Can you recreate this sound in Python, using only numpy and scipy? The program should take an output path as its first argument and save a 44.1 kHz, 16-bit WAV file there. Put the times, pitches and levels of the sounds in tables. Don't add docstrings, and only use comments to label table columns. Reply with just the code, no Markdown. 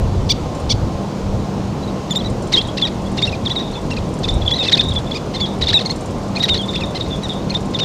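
import sys
import numpy as np
from scipy import signal
from scipy.io import wavfile
from scipy.ndimage import uniform_filter1d

SR = 44100
rng = np.random.default_rng(int(sys.argv[2]) if len(sys.argv) > 2 else 0)


def invert_db(x):
    u = np.asarray(x, float) / 20
    return 10 ** u


def store_pcm(level_fs):
    pcm = np.round(np.clip(level_fs, -1, 1) * 32767).astype(np.int16)
    wavfile.write(sys.argv[1], SR, np.atleast_2d(pcm).T)


N = 345744


def evened(x):
    return x / np.sqrt(np.mean(x ** 2) + 1e-20)


def read(points, hz):
    f, value = np.transpose(points)
    return np.interp(np.log(hz + 1), np.log(f + 1), value)


def add(mix, s, sound):
    part = mix[round(s * SR):][:len(sound)]
    part += sound[:len(part)]


def drift(size, span, *rows):
    curve = rng.standard_normal((*rows, size))
    curve = uniform_filter1d(uniform_filter1d(curve, span), span)
    return (curve - curve.mean(-1, keepdims=True)) / (curve.std(-1, keepdims=True) + 1e-12)


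def noise(shape, size, patchy_db):
    hz = np.fft.rfftfreq(size, 1 / SR)
    frames = 4 * N // size + 5
    a, b, patches = rng.standard_normal((frames, len(hz), 3)).T
    patches = uniform_filter1d(patches, size=9, axis=0)
    patches = evened(uniform_filter1d(patches, size=12, axis=1))
    z = (a + 1j * b) * invert_db(read(shape, hz)[:, None] + patchy_db * patches)
    return evened(signal.istft(z, nperseg=size, noverlap=3 * size // 4)[1][:N])


# frequency in Hz, density in dB per Hz.
SURF_SPECTRUM = [(70, -46), (130, -6.5), (300, -11.5), (530, -14), (1020, -22), (1700, -35.5), (4000, -37),
                 (6700, -41), (8500, -49.5), (11000, -56.5), (15700, -64)]


def distant_surf():
    return invert_db(-24) * noise(SURF_SPECTRUM, size=1024, patchy_db=0.92)


# frequency in Hz, density in dB per Hz.
WIND_SPECTRUM = [(10, -43), (28, 9.5), (60, 8.5), (105, 13.5), (140, -0.5), (200, -24), (500, -101)]
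# centre in seconds, half width in seconds, rise in dB.
GUSTS = [
    (.08, 0.17, 12),
    (.78, 0.15, 8.5),
    (1.33, 0.1, 9.5),
    (2.35, 0.082, 3),
    (4.0, 0.03, 4.5),
    (4.35, 0.11, 15),
    (4.95, 0.067, 7),
]


def wind():
    t = np.arange(N) / SR
    gust_db = sum(db * np.exp(-((t - s) / half) ** 2) for s, half, db in GUSTS)
    level_db = -28.5 + gust_db + 1.06 * drift(N, SR // 20)
    return invert_db(level_db) * noise(WIND_SPECTRUM, size=2048, patchy_db=2.5)


# frequency in Hz, width in Hz, level in dB, share of the load swing.
ENGINE_LINES = [(122.6, 2.4, -40.5, .3), (154, 3.3, -36, .3), (195.6, 1.63, -30, 1), (236.2, 3.4, -41, .3),
                (1052, 4, -45, .1)]
# time in seconds, level in dB.
ENGINE_LOAD = [(0, 1), (.25, -8), (.8, -6), (1.05, 2), (1.6, 0), (2.2, 3), (2.45, -2), (3.4, 0), (4.3, 1),
               (4.5, -4), (5.4, -3), (6.1, -6), (6.35, 1), (6.9, -2), (7.84, 3)]


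def engine_hum():
    t = np.arange(N) / SR
    load_db = np.interp(t, *np.transpose(ENGINE_LOAD))
    out = np.zeros(N)
    for hz, width, db, share in ENGINE_LINES:
        span = int(SR / width / 3)
        wobble = 2.5 + drift(N, span) + 1j * drift(N, span)
        line = evened((wobble * np.exp(2j * np.pi * hz * t)).real)
        out += invert_db(db + share * load_db) * line
    return out


# first step in seconds, last step in seconds, level in dB.
LENS_RUNS = [(.549, .599, -45), (2.299, 2.299, -45), (2.422, 2.672, -42.5), (2.846, 2.946, -49),
             (3.017, 3.067, -48), (3.117, 3.268, -42), (3.664, 3.964, -48.5), (4.038, 4.088, -49),
             (4.138, 4.339, -42), (4.464, 4.664, -47), (4.785, 4.987, -41), (5.059, 5.41, -53),
             (5.485, 5.684, -47), (5.81, 6.107, -41), (6.181, 6.282, -50), (6.384, 6.534, -41),
             (6.612, 6.612, -41), (6.658, 6.957, -44), (6.985, 6.985, -45), (7.03, 7.081, -42.5),
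             (7.16, 7.16, -44), (7.234, 7.333, -44), (7.606, 7.707, -44)]
# frequency in Hz, level in dB, 60 dB decay in seconds.
HOUSING = [(5470, -3, .09), (6140, -9, .06), (6900, -5, .06), (7265, 0, .1), (8250, -5, .055),
           (8965, -3, .07), (9580, -10, .06)]


def lens_drive():
    step_s = .05
    out, t = np.zeros(N), np.arange(3000) / SR
    snap_band = signal.butter(3, [4800, 9500], "band", fs=SR)
    for first, last, db in LENS_RUNS:
        for s in np.linspace(first, last, round((last - first) / step_s) + 1):
            strength, *spread = rng.standard_normal(len(HOUSING) + 1)
            ring = np.zeros(len(t))
            for (hz, ring_db, t60), r in zip(HOUSING, spread):
                ring += invert_db(ring_db + 2.5 * r - 60 * t / t60) * np.sin(2 * np.pi * hz * t)
            burst = rng.standard_normal(len(t)) * invert_db(-60 * t / .06)
            snap = invert_db(8) * signal.lfilter(*snap_band, burst)
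            onset = np.minimum(t / .001, 1)
            add(out, s, invert_db(db - 1 + 2 * strength) * (ring + snap) * onset)
    return out


# start in seconds, length in seconds, level in dB.
FAR_CHATTER = [
    (3.597, 0.19, -34),
    (4.298, 0.1, -30),
    (4.819, 0.06, -25),
    (5.454, 0.099, -32.5),
    (6.778, 0.022, -30),
    (6.86, 0.084, -36),
    (7.318, 0.12, -37),
]


def far_chatter():
    out = np.zeros(N)
    for s, length, db in FAR_CHATTER:
        size = round(length * SR)
        wobble = drift(size, span=SR // 500) + 1j * drift(size, span=SR // 500)
        band = (wobble * np.exp(2j * np.pi * 3650 * np.arange(size) / SR)).real
        fade_db = -9.9 * np.linspace(0, 1, size)
        add(out, s, invert_db(db + fade_db) * band * signal.windows.tukey(size, .2))
    return out


def beach_echo(x, t60=.3):
    taps = np.zeros(SR // 2)
    at = np.arange(300, len(taps) - 40, 40)
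    taps[at + rng.integers(0, 40, len(at))] = rng.choice([-1., 1.], len(at))
    decay = invert_db(-60 * np.arange(len(taps)) / SR / t60)
    taps = signal.lfilter(*signal.butter(2, 5200, fs=SR), taps * decay)
    return signal.fftconvolve(x, taps / np.linalg.norm(taps))[:N]


def syrinx(pitch_hz, colour_db, rough):
    size = len(pitch_hz)
    turns = 2 * np.pi * np.cumsum(pitch_hz * (1 + rough * drift(size, span=SR // 800))) / SR
    k = np.arange(1, 15)[:, None]
    hz = k * pitch_hz
    high = np.clip(hz / 4000 - 1, .05, 1)
    flutter_db = 3.2 * high * (drift(size, SR // 300, len(k)) + rng.standard_normal(k.shape))
    gains = invert_db(colour_db(k, hz) + flutter_db) * (hz < .45 * SR)
    phase = 2 * np.pi * rng.random(k.shape)
    return evened((gains * np.sin(k * turns + phase)).sum(0))


def rattles(strokes, throat, part, odd_db=-13, flat=1.1):
    foot = .298
    out, breath_band = np.zeros(N), signal.butter(2, [2200, 6000], "band", fs=SR)
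    for s, length, top_hz, db in strokes:
        size = round(length * SR)
        arch = abs(np.sin(np.pi * np.linspace(*part, size)))
        own_db = 2.5 * rng.standard_normal((14, 1))

        def colour_db(k, hz):
            return read(throat, hz) + odd_db * arch ** 2 * (k % 2) + own_db

        voice = syrinx(top_hz * (foot + (1 - foot) * arch ** flat), colour_db, rough=.005)
        breath = signal.lfilter(*breath_band, rng.standard_normal(size))
        breath = evened(breath * invert_db(3 * drift(size, span=SR // 500)))
        stutter_db = 1.5 * drift(size, span=SR // 500)
        swell = arch ** 1.7 * signal.windows.tukey(size, .25)
        add(out, s, invert_db(db + stutter_db) * (voice + .13 * breath) * swell)
    return out


# frequency in Hz, level in dB.
BRIGHT_THROAT = [(1200, -8.5), (2100, -1), (3000, 3), (4100, 6), (5000, 2.5), (6000, -8), (8000, -21),
                 (13000, -63)]
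DARK_THROAT = [(1200, -3.5), (2000, -4), (2800, -2), (3600, 11), (4500, 7), (6000, -9.5), (8000, -31),
               (13000, -50)]
# start in seconds, length in seconds, pitch at the top of the arch in Hz, level in dB.
ARCHES = [(2.526, .032, 1050, -20), (6.352, .04, 1250, -27), (5.135, 0.053, 1248, -21.5),
          (5.332, 0.042, 1070, -24), (4.65, .04, 1000, -26), (5.68, .03, 1450, -23),
          (4.235, .03, 1320, -29), (6.942, .044, 1060, -22), (7.05, 0.032, 1050, -35),
          (7.785, .022, 1497, -16)]
CLIMBS = [(7.826, 0.0136, 1000, -25), (3.17, .016, 1130, -21), (6.748, 0.017, 1450, -21),
          (4.668, .016, 1200, -24), (2.768, .019, 1050, -18.5), (4.626, .019, 1100, -16),
          (4.713, .018, 1200, -13), (2.518, .02, 1180, -16), (5.61, .016, 1150, -16),
          (2.573, 0.017, 1400, -17), (4.767, 0.017, 1250, -14), (5.675, 0.017, 1250, -16.5),
          (5.722, 0.015, 960, -17), (6.42, 0.017, 768, -18), (6.478, 0.022, 810, -14.5)]
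DROPS = [(2.796, 0.011, 1010, -26), (4.644, 0.017, 702, -16), (2.612, 0.013, 1156, -21.5),
         (2.866, 0.024, 1400, -22), (3.251, 0.015, 1100, -23), (2.558, .012, 1000, -21),
         (4.695, 0.0092, 930, -17), (4.806, 0.016, 988, -15), (5.697, 0.022, 990, -17),
         (5.79, .016, 1033, -18), (5.806, .024, 1150, -21), (5.632, .022, 1050, -20),
         (5.457, .025, 1350, -29), (6.453, 0.015, 970, -22), (6.54, 0.025, 804, -19.5),
         (6.56, 0.024, 1085, -21)]


def colony_rattles():
    arches = rattles(ARCHES, BRIGHT_THROAT, (0, 1), odd_db=-7, flat=.6)
    climbs = rattles(CLIMBS, BRIGHT_THROAT, (.06, .44))
    return arches + climbs + rattles(DROPS, DARK_THROAT, (.6, .88))


def glide(length, start_hz, middle_hz, end_hz):
    u = np.linspace(0, 1, round(length * SR))
    curve = np.polyfit([0, .5, 1], [start_hz, middle_hz, end_hz], 2)
    return np.maximum(np.polyval(curve, u), 400)


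def whistles(notes, partials_db, bow=.025, waver_db=1.2):
    out, edge = np.zeros(N), .003
    partials = np.r_[partials_db, np.full(6, -70)][:, None]
    for s, length, hz, slide_hz, db in notes:
        ends = hz * (1 - bow)
        membrane_hz = glide(length + edge, ends - slide_hz / 2, hz, ends + slide_hz / 2) / 2
        t = np.arange(len(membrane_hz)) / SR
        u = t / t[-1]

        def colour_db(k, f):
            return partials + 3 * (k == 4) * (f < 6000) - 6 * (k > 3) * u

        voice = syrinx(membrane_hz, colour_db, rough=.003 + .002 * waver_db)
        breath = np.minimum(t / .003, 1) * np.minimum((t[-1] - t) / .005, 1)
        breath = breath * invert_db(-4 * (u - .5) + waver_db * drift(len(t), span=SR // 400))
        add(out, s - edge / 2, invert_db(db) * voice * breath)
    return out


def unslid(rows):
    return [(s, length, hz, 0, db) for s, length, hz, db in rows]


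PURE_DB = [-61, 15.5, -22, -15, -45, -28, -50, -36]
# start in seconds, length in seconds, middle pitch in Hz, slide in Hz, level in dB.
SOFT_WHISTLES = [(2.598, .016, 3410, 350, -23), (2.651, 0.0096, 3770, -80, -33),
                 (2.686, .016, 3320, 80, -34), (3.186, 0.01, 3660, -100, -22.5),
                 (3.748, 0.039, 3510, -100, -36), (4.419, 0.008, 3430, -410, -25.5),
                 (4.46, .014, 3450, 110, -26), (4.475, 0.013, 3350, -400, -15),
                 (3.504, .013, 3510, 150, -18.5), (4.855, 0.022, 3750, 110, -28),
                 (4.882, 0.017, 3760, 110, -24.5), (4.912, .015, 3504, -660, -25.5),
                 (5.066, 0.015, 3520, -22, -36.5), (5.116, .011, 3440, 50, -23.5),
                 (5.362, 0.013, 3630, -140, -23.5), (5.67, 0.012, 3630, 100, -18.5),
                 (5.692, 0.0081, 3890, -130, -13), (6.631, 0.022, 3500, -300, -29.5),
                 (6.685, .026, 3620, -190, -27), (6.739, .036, 3560, -340, -24),
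                 (7.01, .009, 3680, -200, -19.5), (7.11, 0.046, 3500, -250, -30),
                 (7.292, .04, 3500, -450, -29.5), (7.298, 0.017, 3710, -38, -25)]


def further_whistles():
    return whistles(SOFT_WHISTLES, PURE_DB, waver_db=3.5)


# start in seconds, length in seconds, middle pitch in Hz, slide in Hz, level in dB.
PURE_WHISTLES = [(2.204, .014, 3340, -450, -30), (2.538, .021, 3720, -480, -10),
                 (2.572, .024, 3260, 102, -12), (2.823, 0.026, 3390, -420, -14),
                 (3.227, 0.024, 3720, 260, -14), (3.461, 0.017, 3500, -700, -18),
                 (3.563, 0.028, 3730, -380, -20), (4.242, 0.0092, 3580, -200, -18),
                 (4.289, 0.014, 3590, -120, -16.5), (4.516, 0.018, 3430, 100, -14),
                 (4.59, 0.049, 3674, -400, -18.5), (4.685, 0.0093, 3590, -200, -13.5),
                 (4.731, 0.018, 3730, -600, -7), (4.795, 0.012, 3630, 102, -9.5),
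                 (4.961, 0.027, 3460, -120, -20), (5.411, .046, 3430, -300, -20),
                 (5.625, 0.0075, 3820, -370, -13.5), (5.741, .041, 3780, -400, -10),
                 (6.404, 0.015, 3790, 70, -17.5), (6.496, .045, 3690, -280, -15.5),
                 (6.59, 0.037, 3270, -300, -25), (7.55, 0.016, 3624, 122, -16.5),
                 (7.747, 0.017, 3570, -360, -19), (7.805, 0.036, 3660, -370, -19.5)]
SPLIT_WHISTLES = [(2.851, 0.015, 3800, -140, -19.5), (4.558, 0.021, 4050, -450, -24.5),
                  (5.405, .011, 4500, 50, -23), (5.859, 0.013, 4300, -300, -20.5),
                  (5.903, 0.014, 4280, 200, -18.5), (6.36, 0.013, 4270, 150, -23),
                  (6.438, 0.012, 3850, -200, -12), (6.543, 0.014, 3840, -600, -19.5),
                  (6.577, .011, 4300, -100, -26.5), (7.505, .009, 4250, 50, -20.5),
                  (3.598, .022, 3830, -250, -25.5), (3.512, .014, 3900, -100, -22),
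                  (6.836, .015, 3700, -100, -25), (2.185, .02, 3950, 300, -31),
                  (7.234, .03, 3820, -400, -27.5)]
LOW_WHISTLES = [(7.515, 0.01, 2450, -500, -30), (3.186, .012, 2760, -300, -27.5),
                (2.786, 0.008, 2710, -320, -25.5), (3.275, 0.017, 2715, -170, -24),
                (3.328, 0.019, 2470, -170, -28), (3.913, 0.018, 2740, -160, -25.5),
                (3.973, .01, 2500, -280, -27), (4.607, 0.021, 2620, -83, -30),
                (4.662, 0.03, 2650, -150, -27.5), (4.783, .012, 2530, 80, -23),
                (5.745, .021, 2600, -400, -30), (5.782, 0.01, 2620, -150, -23),
                (6.369, 0.011, 2460, -450, -29), (6.812, 0.024, 2560, -500, -28),
                (2.588, .013, 2740, 60, -29), (3.757, .013, 2600, 50, -40)]
OPEN_WHISTLES = [
    (2.109, .022, 3510, -450, -21),
    (2.159, 0.0227, 3710, -48, -17.5),
]
# start in seconds, length in seconds, top pitch in Hz, level in dB.
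ARCHED_WHISTLES = [
    (1.829, 0.022, 4050, -38),
    (1.88, 0.016, 3930, -37),
    (3.06, .02, 3450, -38),
    (3.735, .014, 4250, -36),
]
ARCHED_SPLIT = [
    (2.246, .032, 3970, -30),
    (4.537, 0.014, 3930, -20),
]
SPLIT_DB = [-15.5, 1, -17.5, -28, -45, -38, -50, -46]
LOW_DB = [-40, 1, -30, -14, -40, -25.5, -50, -45]
OPEN_DB = [-40, -0.5, -26, -11.5, -34, -35, -29, -35]


def near_whistles():
    out = whistles(PURE_WHISTLES, PURE_DB)
    out += whistles(SPLIT_WHISTLES, SPLIT_DB, waver_db=2.8)
    out += whistles(unslid(ARCHED_WHISTLES), PURE_DB, bow=.07)
    out += whistles(unslid(ARCHED_SPLIT), SPLIT_DB, bow=.07, waver_db=3.5)
    out += whistles(LOW_WHISTLES, LOW_DB)
    return out + whistles(OPEN_WHISTLES, OPEN_DB, bow=.075)


def whistle_skirts():
    join_s = .005
    lead_s, release_s = .013, .015
    notes = PURE_WHISTLES + SOFT_WHISTLES + LOW_WHISTLES + OPEN_WHISTLES + SPLIT_WHISTLES
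    notes = notes + unslid(ARCHED_WHISTLES) + unslid(ARCHED_SPLIT)
    starts = np.array([note[0] for note in notes])
    ends = starts + np.array([note[1] for note in notes])
    lead, release = [], []
    for start, end, (_, _, hz, _, db) in zip(starts, ends, notes):
        tune_in, tune_out = 1 + .04 * rng.standard_normal(2)
        db = db + 6 * (hz < 3000)
        if abs(ends - start).min() > join_s:
            lead.append((start - lead_s + 0.000947, lead_s, 1120 * tune_in, db - 4.5))
        if abs(starts - end).min() > join_s:
            release.append((end - .001, release_s, 1076 * tune_out, db - 8))
    return rattles(lead, BRIGHT_THROAT, (.07, .44)) + rattles(release, DARK_THROAT, (.62, .9))


# start in seconds, length in seconds, pitch at the top of the arch in Hz, level in dB.
CHIPS = [
    (0.288, 0.044, 1202, -10.5),
    (0.69, 0.046, 1172, -12.5),
]
# frequency in Hz, level in dB.
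CHIP_THROAT = [(1200, -43), (2400, -8.5), (3600, 4), (4800, 3), (6000, -2.5), (7200, -21), (9000, -24),
               (11000, -51), (14000, -33), (16000, -33)]


def close_chips():
    out = np.zeros(N)
    for s, length, top_hz, db in CHIPS:
        rise = np.sin(np.pi * np.linspace(0, 1, round(length * SR)))
        rise = np.maximum(rise, 0)
        pitch_hz = top_hz * (.42 + 0.577 * rise ** 0.86)
        voice = syrinx(pitch_hz, lambda k, hz: read(CHIP_THROAT, hz), rough=.012)
        add(out, s, invert_db(db) * voice * rise ** 1.66)
    return out


def scene():
    background = distant_surf() + wind() + engine_hum() + lens_drive() + far_chatter()
    far = further_whistles()
    locked = near_whistles() + far
    rattled = whistle_skirts() + colony_rattles()
    close = close_chips()
    echo = invert_db(-21.5) * beach_echo(.55 * locked + 1.6 * far + .9 * rattled + .6 * close)
    return (background + locked + rattled + close + echo)[None]


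def band_limit(x):
    return signal.sosfilt(signal.butter(12, 15720, fs=SR, output="sos"), x)


def record(dry):
    limited = signal.oaconvolve(dry, signal.firwin(255, 15500, fs=SR)[None], "same")
    return band_limit(limited)


dry = scene()
out = record(dry)
store_pcm(out)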